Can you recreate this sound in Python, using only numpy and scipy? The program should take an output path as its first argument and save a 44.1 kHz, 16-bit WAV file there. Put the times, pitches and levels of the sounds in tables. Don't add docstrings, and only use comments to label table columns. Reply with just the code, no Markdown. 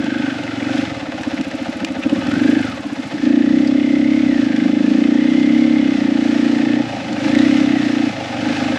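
import sys
import numpy as np
from scipy import signal
from scipy.fft import rfft, irfft, next_fast_len
from scipy.io import wavfile
from scipy.ndimage import uniform_filter1d

SR = 44100
rng = np.random.default_rng(int(sys.argv[2]) if len(sys.argv) > 2 else 0)


def how_loud(loudness_db):
    steps = np.asarray(loudness_db, float) / 20
    return 10 ** steps


def unload_audio(sound):
    columns = np.transpose(np.atleast_2d(sound))
    steps = np.round(np.clip(columns, -1, 1) * 32767)
    wavfile.write(sys.argv[1], SR, steps.astype(np.int16))


N = 387198
TIME_S = np.arange(N) / SR


def level(x, db=0):
    return x * how_loud(db) / np.sqrt(np.mean(x ** 2))


def noise():
    return rng.standard_normal(N)


def held(x, seconds):
    return uniform_filter1d(x, int(seconds * SR))


def curve(table, column=1, outside=None):
    columns = np.transpose(table)
    return np.interp(TIME_S, columns[0], columns[column], left=outside, right=outside)


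def walk(rate):
    count = N // 50
    return np.interp(TIME_S * rate, np.arange(count), rng.standard_normal(count))


def shaped(x, gain, count=8):
    size = next_fast_len(N + SR)
    f = np.arange(size // 2 + 1) * SR / size + 1
    response = np.interp(f, f[::count], gain(f[::count]))
    return irfft(rfft(x, size) * response, size)[:N]


def modes(table):
    def response(f):
        total = 0
        for k, (hz, width_hz, db) in enumerate(table):
            detune = (f / hz - hz / f) * hz / width_hz
            total = total + (-1) ** k * how_loud(db) / (1 + 1j * detune)
        return total
    return response


def outline(table):
    hz, db = np.transpose(table)
    return lambda f: how_loud(np.interp(np.log(f), np.log(hz), db))


def strikes(turns, place, size):
    at = np.interp(np.arange(-1, 260) + place, turns, np.arange(N), -1, -1)
    keep = at >= 0
    whole = at[keep].astype(int)
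    late = at[keep] - whole
    size = size[:len(at)][keep]
    out = np.zeros(N + 1)
    out[whole] = size * (1 - late)
    out[whole + 1] = size * late
    return out[:N]


def noise_bursts(starts, decay_s):
    return noise() * signal.lfilter([1], [1, -np.exp(-1 / (decay_s * SR))], starts)


# start_s, firing_rate_hz
ROCKS = [(0, 25.0), (.25, 24.9), (.4, 23.87), (.59, 21.92), (.79, 25.88), (.99, 17.17), (1.19, 16.43),
         (1.39, 14.61), (1.58, 13.79), (1.78, 13.85), (1.98, 12.63), (2.18, 17.35), (2.38, 24.87),
         (2.58, 27.13), (2.77, 17.05), (2.97, 14.71), (3.17, 10.34)]
# start_s, firing_rate_hz
CANYON = [(3.17, 26.88), (3.32, 29.48), (3.47, 29.42), (3.62, 33.52), (3.78, 32.99), (3.93, 32.16),
          (4.08, 33.74), (4.23, 34.79), (4.38, 28.7), (4.53, 25.0), (4.69, 27.4), (4.84, 26.83),
          (4.99, 29.35), (5.14, 29.54), (5.29, 31.12), (5.44, 32.63), (5.6, 34.55), (5.75, 34.14),
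          (5.9, 31.92), (6.05, 29.38), (6.2, 28.72), (6.35, 29.47), (6.51, 29.27), (6.66, 28.97),
          (6.81, 30.43), (6.96, 25.94), (7.11, 24.29), (7.26, 26.38), (7.42, 31.1), (7.57, 34.56),
          (7.72, 32.07), (7.87, 29.43), (8.02, 29.16), (8.17, 26.41), (8.33, 22.78), (8.48, 26.38),
          (8.63, 25.82), (8.78, 25.69)]


def speed():
    flywheel_s, join_s = .08, .015
    join = int(CANYON[0][0] * SR)
    rocks = held(held(curve(ROCKS)[:join], flywheel_s), flywheel_s)
    canyon = held(held(curve(CANYON)[join:], flywheel_s), flywheel_s)
    return held(np.concatenate([rocks, canyon]), join_s)


# open_s, shut_s, opening_level_db, closing_level_db
TWISTS = [(0, 0.338, -20.5, -21), (0.354, 0.6, -28.5, -25.5), (0.602, 0.843, -22.5, -18.5),
          (1.07, 1.18, -26.5, -32), (1.224, 1.438, -20.5, -27.5), (1.524, 2.024, -27.5, -27.5),
          (2.059, 2.149, -15, -14.5), (2.278, 2.537, -23.5, -11.5), (2.547, 2.688, -12.5, -28.5),
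          (2.827, 3.043, -27, -24), (3.13, 3.224, -40, -23), (3.235, 4.438, -13, -14.5),
          (4.435, 4.666, -19, -15), (4.659, 5.7, -15, -12.5), (5.704, 6.001, -12.5, -17),
          (6.004, 6.834, -16, -16), (6.905, 6.973, -37, -22), (7.08, 7.311, -32, -15),
          (7.329, 7.898, -10.5, -17), (7.905, 8.084, -17.5, -15.5), (8.082, 8.153, -29, -36),
          (8.283, 8.543, -29.5, -19), (8.576, 8.76, -21, -20)]


def throttle():
    shut_db, wrist_s = -33, .048
    opened = np.zeros(N)
    for open_s, shut_s, first_db, last_db in TWISTS:
        twist = how_loud(np.interp(TIME_S, [open_s, shut_s], [first_db, last_db]))
        opened += (TIME_S >= open_s) * (TIME_S < shut_s) * twist
    return 20 * np.log10(np.maximum(held(opened, wrist_s), how_loud(shut_db)))


# start_s, turbulence_db, upper_ring_db, low_thump_db, crank_shaking_db
SHELTER = [(0, 2.5, -3, -8, 0.8), (.5, 0.5, 12, -12, -3.5), (.9, 0, -2, -5, .1), (1.2, 1, -2, 9.5, 0.5),
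           (2.051, 2, -1, 9, 2), (2.25, 10, 8, -5.5, 2), (2.6, 3, 6.5, -7, 2.5), (2.9, -2, -6, 0, 0.5),
           (3.2, 0.5, 5, -2, -1.5), (3.7, 6, -0.5, -9, 3), (4.2, 1.5, 1.5, -10, 3.5),
           (4.5, 4, -4, -14.5, -1.5), (5.0, -1, -4, -23, 2.5), (5.6, -3.5, -3, -11.5, .1),
           (6.2, 0.5, 1, -11.5, -1), (6.8, 0, -4, -15, -4), (7.05, 3.5, 1, -10, -1.5),
           (7.3, 7.5, -7, -12, 0), (7.5, 1, -2, -18, -4), (8.1, -1, 2, -16.5, -2.5),
           (8.4, 1, -2, -15.5, -1.5), (8.78, 1.5, -9, -4.5, 5)]


def shelter(column):
    return how_loud(curve(SHELTER, column))


# after_firing_mark_ms, pitch_hz, swell_ms, choke_ms, level_db, sign (ratio)
AIRBOX = [
    (0.88, 274, 6.4, 3.46, 1, 1),
    (-12.5, 302, 2.5, 5.4, -16, 0.9),
    (13.5, 245, 3, 4.25, -15.5, 1),
    (-4.5, 555, 4.7, 5.3, -17, 0.88),
    (-1, 352.6, 17, 17, -23, 0.93),
    (-2.5, 446, 7.8, 5.3, -23.5, 0.88),
    (-3, 206.8, 8.8, 4.7, -16.5, 0.87),
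    (-5.5, 609, 3.3, 4.4, -22, 0.96),
]
# start_s, low_ring_db, middle_ring_db, high_rings_db, after_ring_db
LEAN = [(0, 0, 0, 2.5, -14), (.9, -8, -3, 3.5, 0.1), (2.1, 2, 1, 5, 0.5), (2.5, 3, 7, 3, -9),
        (3.2, -3, -3, 2, 8.5), (3.55, 5, 0.5, 0, -10), (3.75, -10, -4, 3.5, -2.5), (4.25, -4, -6.5, 2.5, 4),
        (4.6, 7, 1, 2, 7), (5.0, 8.5, 4.5, 1.5, -3.5), (5.3, 0.5, 1.5, -2, 3), (5.7, 0, -2.5, 2, 11),
        (6.0, 7, 3, 2, -4), (6.5, 1.5, 4, 2.5, 9), (6.85, 3, 5, 3, 6), (7.35, -2.5, -8, 4.5, -13),
        (7.8, 2, 1, -12, 0.5), (8.4, -10, -2, 4, 11)]
LEAN_RINGS = [
    [6],
    [5],
    [3, 7],
    [2],
]


def airbox(turns, hz, db):
    ms = np.arange(-1800, 1801) * 1000 / SR
    rings = []
    for at_ms, pitch_hz, swell_ms, choke_ms, ring_db, sign in AIRBOX:
        past = ms - at_ms
        swell = np.exp(-.5 * (past / np.where(past < 0, swell_ms, choke_ms)) ** 2)
        rings.append(sign * how_loud(ring_db) * np.cos(2 * np.pi * pitch_hz * past / 1000) * swell)
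    beats = strikes(turns, 0, how_loud(.35 * rng.standard_normal(300)))
    beats = beats * how_loud(db) * np.sqrt(SR / hz / np.sum(sum(rings) ** 2))
    gulps = signal.fftconvolve(beats, sum(rings), "same")
    pull = how_loud(.35 * np.clip(np.gradient(hz) * SR, -20, 14) + 1.5 * walk(5))
    gulps += signal.fftconvolve(beats * (pull - 1), rings[2], "same")
    for column, which in enumerate(LEAN_RINGS, 1):
        change = how_loud(curve(LEAN, column)) - 1
        gulps += signal.oaconvolve(beats * change, sum(rings[k] for k in which), "same")
    gulps += signal.oaconvolve(beats * (shelter(2) - 1), rings[4], "same")
    column_modes = modes([(207.0, 168, -.82), (308.0, 126.0, 1.8)])
    rough = level(shaped(noise(), lambda f: column_modes(f) ** 2), -32)
    stroke_turns, stroke_width, stroke_db, stroke_hz = .2, .16, 9, 9.3
    before = (turns + stroke_turns + .5) % 1 - .5
    stroke = how_loud(stroke_db) * (stroke_hz / hz) ** 2 * np.exp(-.5 * (before / stroke_width) ** 2)
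    stroke += np.minimum(hz / 25, 1)
    return gulps + rough * stroke * shelter(1) * how_loud(-.15 * (db + 25) + 3 * walk(20))


# pitch_hz, width_hz, level_db
EXHAUST = [
    (57.4, 50, -26),
    (114.6, 12, 9),
    (153, 35, 1.5),
]
CRANK_DB = [
    -10.5,
    -16.5,
    -2.5,
    -15.5,
    -16,
]


def exhaust(turns, hz):
    firings = strikes(turns, .639, how_loud(.4 * rng.standard_normal(300)))
    thump = shaped(firings, lambda f: modes([(82, 45, 0)])(f) ** 2)
    thump = level(thump, -10.5) * shelter(3)
    thud = shaped(firings, lambda f: modes(EXHAUST)(f) / (1 + (f / 260) ** 4))
    shake = np.zeros(N)
    for k, db in enumerate(CRANK_DB, 2):
        shake += how_loud(db + .8 * walk(7)) * np.sin(2 * np.pi * k * turns + k)
    shake *= (hz / 29) ** 2 * shelter(4)
    rumble = shaped(noise(), lambda f: modes(EXHAUST)(f) / (1 + (f / 220) ** 4))
    return level(level(thud) + shake + level(rumble, -14) + thump)


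# place (cycle 0-1), rise (cycles), fall (cycles), level_db over the steady rattle
KNOCKS = [
    (.33, .015, .06, -1),
    (.44, .025, .1, 3),
    (.58, .02, .05, -2),
    (.8, .02, .05, -2),
    (.07, .015, .03, -5),
]


def knocking(turns, hz, scatter_db, depth_db=0.):
    out = np.ones(N)
    for place, rise, fall, db in KNOCKS:
        cycle = np.floor(turns - place + .5)
        past = turns - place - cycle
        size = how_loud(db + depth_db + scatter_db * rng.standard_normal(300))[cycle.astype(int)]
        knock = np.exp(-.5 * (past / np.where(past < 0, rise, fall)) ** 2)
        out += size * (25 / hz) ** .57 * knock
    return out


# pitch_hz, width_hz, level_db
CASES = [(425, 55, -6), (544.8, 33.7, 2.5), (674, 58, -1.5), (742, 62, -1), (873, 119, -2.5)]


def cases(turns, hz):
    drive = noise() * knocking(turns, hz, 3.0, -2)
    return level(shaped(drive, lambda f: modes(CASES)(f) / (1 + (400 / f) ** 10) / (1 + (f / 930) ** 12)))


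# pitch_hz, density_db (dB per Hz)
METAL = [(590, -44.5), (1000, -11), (1190, -7.5), (2040, -10), (2310, -7.5), (3500, -14.5), (4510, -15),
         (5180, -15.5), (8000, -25.5), (10400, -37), (17600, -120)]
# pitch_hz, level_db
TOP = [(8000, 4.5), (8700, -3.5), (9050, -8.5), (9600, -0.5), (11300, -6.5), (12300, -15.5), (15200, -23.5)]
# pitch_hz, width_hz, level_db
COVERS = [(1270, 80, -5), (1540, 100, -5), (1790, 130, -4), (2090, 110, -3), (2570, 80, -3),
          (2980, 120, -6), (3450, 200, -7), (4100, 400, -11)]


def clatter(turns, hz):
    metal, top = outline(METAL), outline(TOP)
    bright = lambda f: metal(np.minimum(f, 8000)) * top(f)
    broad = noise() * knocking(turns, hz, 3.0, -14) * how_loud(1.2 * walk(12))
    broad = shaped(broad, lambda f: bright(f) / (1 + (950 / f) ** 8) / (1 + (f / 10500) ** 3))
    taps = np.zeros(N)
    for place, _, _, db in KNOCKS:
        taps += strikes(turns + .0052 * walk(30), place, how_loud(db + 7.5 * rng.standard_normal(300)))
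    covers = level(noise() * knocking(turns, hz, .8, .3)) + level(taps, -11)
    covers = shaped(covers, lambda f: modes(COVERS)(f) / (1 + (f / 4500) ** 6) / (1 + (1100 / f) ** 8))
    flicks = (rng.random(N) < 300 / SR) * how_loud(3.0 * noise())
    flicks *= (25 / hz) ** 1.5 * knocking(turns, hz, 4.0, -5)
    flicks *= how_loud(-9 * ((TIME_S > 3.17) & (TIME_S < 6.6)))
    grit = shaped(noise_bursts(flicks, .0014), lambda f: bright(f) / (1 + (4200 / f) ** 4))
    seat = strikes(turns, 0, how_loud(2 * rng.standard_normal(300))) * ((TIME_S > 1.2) & (TIME_S < 3.14))
    shield = shaped(noise_bursts(seat, .009), lambda f: bright(f) / (1 + (7000 / f) ** 6))
    return level(level(broad) + level(covers, -.8) + level(grit, -24) + level(shield, -28))


# order (contacts per cycle), level_db
GEAR_ORDERS = [(63.2, 6), (60.2, 3), (57.5, -5), (66.5, -3), (88.5, -5), (106, -6)]
# place (cycle 0-1), speed_change (share of mean), load_db
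SURGE = [
    (0, -.005, -1),
    (.2, -.03, -3),
    (.36, -.07, -2),
    (.42, -.05, 2),
    (.52, .02, 2.5),
    (.62, .05, 1),
    (.78, .03, -1.5),
    (1, -.005, -1),
]
# start_s, level_db
CLUTCH = [(0, 4.5), (.33, 5.5), (.42, 3), (.9, 1), (2.1, 0), (2.3, 2), (2.7, 2.5), (3.6, -7), (4.1, 1),
          (4.58, -4), (4.8, -8.5), (5.1, -6), (5.3, -2), (5.9, 0), (6.1, -4.5), (6.8, 4.5), (6.95, -19),
          (7.15, -1), (7.28, 2.5), (7.9, 4), (8.2, -25), (8.5, 7)]


def gears(turns, hz):
    place, speed_share, load_db = np.transpose(SURGE)
    swing = np.interp(turns % 1, place, speed_share) * (25 / hz) ** .9
    crank = np.cumsum(hz * (1 + swing + .004 * walk(3))) / SR
    teeth = np.zeros(N)
    for order, db in GEAR_ORDERS:
        teeth += how_loud(db + 2.5 * walk(120)) * np.sin(2 * np.pi * (order * crank + .1 * walk(200)))
    load = how_loud(np.interp(turns % 1, place, load_db) + 1.5 * walk(25))
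    radiate = lambda f: (1.2 + 1.2 * np.abs(modes(COVERS)(f))) / (1 + (1150 / f) ** 8)
    return shaped(level(teeth * load), radiate) * how_loud(curve(CLUTCH))


def strained_part(turns, hz, notes, strength, low_hz):
    drive = noise() * knocking(turns, hz, 2.0, -3)
    ring = shaped(drive, lambda f: modes(notes)(f) / (1 + (low_hz / f) ** 10) / (1 + (f / 3800) ** 10))
    return level(ring) * how_loud(curve(strength, outside=-90))


# pitch_hz, width_hz, level_db
SINGING = [
    (2085, 26, 0),
    (3430, 110, -8),
    (2930, 90, -11),
]
# start_s, level_db
SING = [(3.5, -55), (3.85, -41), (4.2, -43), (4.35, -54), (4.55, -43), (4.9, -45), (5.12, -43), (5.2, -36),
        (5.36, -36), (5.5, -38), (5.9, -38), (6.1, -45), (6.8, -52)]


def clutch_cover(turns, hz):
    return strained_part(turns, hz, SINGING, SING, 1500)


# pitch_hz, width_hz, level_db
LOW_SINGING = [(1526, 60, -1.5), (1270, 70, -8), (1780, 70, -6.5), (2560, 70, -7), (2980, 90, -8.5),
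               (3410, 120, -8.5)]
# start_s, level_db
LOW_SING = [(0, -38), (.33, -35), (.42, -44), (.58, -48), (.66, -41), (.85, -46), (1.0, -57), (2.12, -52),
            (2.24, -34), (2.45, -37), (2.68, -43), (2.8, -55)]


def low_covers(turns, hz):
    return strained_part(turns, hz, LOW_SINGING, LOW_SING, 1150)


# start_s, level_db
TANK_SHAKE = [(.4, -52), (.6, -38.5), (1.3, -39.5), (1.9, -40), (2.3, -36), (2.7, -52), (6.9, -50),
              (7.1, -36), (7.3, -31.5), (7.55, -38), (7.7, -45), (8.05, -38), (8.2, -50), (8.42, -33),
              (8.6, -45)]


def tank(turns, hz):
    return strained_part(turns, hz, [(540, 22, 0)], TANK_SHAKE, 450)


# start_s, level_db
GUARD_SHAKE = [(4.6, -50), (5.2, -43), (6.2, -43), (6.8, -39), (6.95, -36), (7.25, -36), (7.4, -51),
               (7.9, -40), (8.2, -38.5), (8.48, -33), (8.65, -35), (8.78, -40)]


def guard(turns, hz):
    return strained_part(turns, hz, [(805, 45, 0), (693, 40, -5.5)], GUARD_SHAKE, 600)


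# start_s, peak_db, pitch_hz, ringing_share (0-1)
STONES = [(1.233, -19, 2570, 0.44), (1.4112, -18, 2650, 0.45), (1.471, -32, 2650, 0.6),
          (1.847, -10, 2530, 0.34), (2.0359, -15, 2590, 0.78), (2.096, -22, 2870, 0.5),
          (2.315, -20.5, 2480, 0.5), (3.0594, -33, 2580, 0.2), (4.563, -19.5, 3500, 0.5),
          (5.3, -29, 3020, 0.45), (5.5763, -30, 2880, 0.4), (7.3885, -13, 3710, 0.56),
          (3.6737, -18.5, 4850, 0.61), (0.0422, -21, 3260, 0.27), (0.3896, -26, 2600, 0.43),
               (0.436, -20, 2700, 0.54), (.7577, -25, 3000, .3), (0.78, -20, 3280, .3),
               (2.2687, -21, 4160, .4), (7.1292, -22, 4500, .3), (7.3498, -13, 2040, 0.63),
               (7.4233, -25, 3400, .4), (7.511, -25, 2320, .4), (1.2107, -24, 2640, .4)]
# start_s, peak_db, pitch_hz, ringing_share (0-1)
RINGING_STONES = [(0.478, -17, 1990, 1), (0.6257, -15, 2220, 1), (0.6696, -17, 1920, 1), (0.7943, -19, 2590, 0.9),
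                  (0.871, -19, 2090, 0.9), (1.0577, -21, 1310, 0.9), (1.1794, -20, 1510, 0.9),
                  (1.2338, -16, 1690, 0.9), (1.3765, -18, 2260, 1), (1.5142, -18, 1870, 0.9),
                  (1.8464, -18, 2720, 0.9), (2.028, -16, 2540, 0.9), (2.0959, -19, 2730, 0.8),
                  (2.1492, -21, 1790, 0.9), (2.2151, -20, 1760, 0.9), (2.3383, -16, 1460, 0.8),
                  (2.394, -18, 1540, 0.9), (2.4355, -18, 1620, 0.9), (2.477, -16, 1670, 0.8),
                  (2.5128, -16, 1820, 0.9), (2.5543, -19, 1800, 0.9), (2.5905, -19, 1670, 0.9),
                  (3.1106, -21, 1740, 0.9), (3.1824, -19.5, 1900, 0.9)]
# start_s, peak_db, pitch_hz, ringing_share (0-1)
CANYON_STONES = [
    (4.52, -23, 2150, 0.99),
    (4.525, -25, 1740, .9),
    (4.56, -21, 1770, .9),
    (4.6, -24, 2150, 1),
]


def stones():
    crack_ms, ring_ms, rise_s, ringing_db = 2.8, 5.0, .0003, -4.5
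    out, t = np.zeros(N + 2000), np.arange(2000) / SR
    ringing = [(s, db + ringing_db, hz, share) for s, db, hz, share in RINGING_STONES]
    for s, db, hz, share in STONES + CANYON_STONES + ringing:
        crack = (1 - share) * .98 * rng.standard_normal(2000) * np.exp(-1000 * t / crack_ms)
        pair = np.sin(2 * np.pi * hz * t) * np.cos(2 * np.pi * .038 * hz * t)
        ring = share * pair * np.exp(-1000 * t / ring_ms)
        start = int(s * SR)
        out[start:start + 2000] += how_loud(db) * (crack + ring) * np.minimum(t / rise_s, 1)
    return shaped(out[:N], lambda f: outline(TOP)(f) / (1 + (f / 6500) ** 3) / (1 + (900 / f) ** 3))


# start_s, peak_db, sharpness_db
TICKS = [(0.0618, -36.5, -11), (0.185, -30, -10), (0.436, -38.5, -12), (0.7382, -39, -12.5),
         (0.869, -37, -10), (0.9687, -37.5, -10.5), (1.277, -35.5, -12.5), (1.341, -37, -11),
         (1.4102, -32, -12), (1.515, -40, -13.5), (1.6172, -40, -12), (1.8484, -24.5, -10.5),
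         (1.9131, -35, -12), (1.9849, -34.5, -13.5), (2.105, -36.5, -11.5), (2.148, -37, -11.5),
         (2.222, -35, -13.5), (2.2662, -38, -12.5), (2.315, -35.5, -14), (2.3994, -35, -13.5),
         (2.439, -32.5, -12), (2.6409, -35, -11.5), (2.7626, -35.5, -11), (2.9312, -34, -13),
         (2.9951, -38.5, -10), (3.0679, -38.5, -11.5)]


def grit_ticks():
    at_s, db, sharp_db = np.transpose(TICKS)
    at = (at_s * SR).astype(int)
    dull, sharp = np.zeros((2, N))
    dull[at] = how_loud(db - 3)
    sharp[at] = how_loud(db + sharp_db - 10)
    dull, sharp = noise_bursts(dull, .003), noise_bursts(sharp, .003)
    dull = shaped(dull, lambda f: outline(TOP)(f) / (1 + (3800 / f) ** 4) / (1 + (f / 7500) ** 3))
    return dull + shaped(sharp, lambda f: 1 / (1 + (10500 / f) ** 10))


# start_s, level_db
DUST = [(0, -63), (.8, -61), (1.0, -70), (2.0, -64), (2.6, -59), (3.1, -60.5), (3.3, -67.5), (4.25, -62.5),
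        (4.5, -75.5), (6.7, -75.5), (6.85, -61.5), (7.1, -67), (7.3, -54.5), (7.5, -64), (7.8, -61.5),
        (8.2, -67), (8.6, -60)]


def dust(turns, hz):
    centre_hz = 6500
    hiss = noise() * knocking(turns + .4, hz, 3.0, -4) * how_loud(2 * walk(8))
    band = lambda f: outline(TOP)(f) / (1 + (centre_hz / f) ** 5) / (1 + (f / centre_hz) ** 2)
    return level(shaped(hiss, band)) * how_loud(curve(DUST))


def rock_walls(bike):
    t60_s, wall_db, first_s = .2, -27, .012
    lag = TIME_S[:SR // 3]
    walls = rng.standard_normal(len(lag)) * how_loud(-60 * lag / t60_s) * (lag > first_s)
    walls /= np.sqrt(np.sum(walls ** 2))
    return how_loud(wall_db) * signal.fftconvolve(bike, walls)[:N]


# start_s, level_db
GROUND = [(0, 0.5), (.85, 6), (1.05, -1.5), (1.25, 0), (2.05, -2), (2.3, 2.5), (2.65, 4.5), (2.85, -7),
          (3.2, -2), (4.0, -4), (4.35, -1), (4.9, -0.5), (5.5, -1), (6.8, 6), (7.12, 4.5), (7.28, 9.5),
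          (8.3, 7.5), (8.6, 12.5)]


def scene():
    hz = speed()
    turns = -.1 + np.cumsum(hz) / SR
    intake_db = throttle()
    octaves = np.log2(hz / 25)
    effort = held(intake_db, .25) + 20
    shaking = curve(GROUND)
    change = held(np.minimum(np.abs(np.gradient(hz)) * SR, 30), .05)

    def balance(db, per_octave, per_effort_db, per_shaking_db, per_hz_s):
        slopes = per_octave * octaves + per_effort_db * effort + per_shaking_db * shaking
        return how_loud(db + slopes + per_hz_s * change)

    bike = airbox(turns, hz, intake_db)
    bike += balance(-39.5, 2, .09, .44, .1514) * exhaust(turns, hz)
    bike += balance(-34.5, -1, -.04, .54, .019) * cases(turns, hz)
    bike += balance(-33.5, -.8, .17, .5, .033) * clatter(turns, hz)
    bike += balance(-40, -11, .59, -.28, .0886) * gears(turns, hz)
    bike += clutch_cover(turns, hz) + low_covers(turns, hz)
    bike += tank(turns, hz) + guard(turns, hz)
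    bike += stones() + grit_ticks() + dust(turns, hz)
    return (bike + rock_walls(bike))[None]


def housing(f):
    peak_hz, peak_width_hz, dip_hz, dip_width_hz = 330, 15, 339, 8
    dip = dip_hz ** 2 - f ** 2 + 1j * f * dip_width_hz
    return dip / (peak_hz ** 2 - f ** 2 + 1j * f * peak_width_hz)


def low_pass(x):
    return signal.sosfilt(signal.butter(12, 15140, fs=SR, output="sos"), x)


def record(dry):
    wind_filter = signal.butter(5, 58, "high", fs=SR, output="sos")
    cut = signal.sosfilt(wind_filter, shaped(dry[0], housing)[None])
    buffet = level(shaped(noise(), lambda f: 1 / (1 + (f / 40) ** 4)), -65)
    mix = 1.449 * np.tanh((cut + buffet) / 1.51)
    return low_pass(mix)


dry = scene()
out = record(dry)
unload_audio(out)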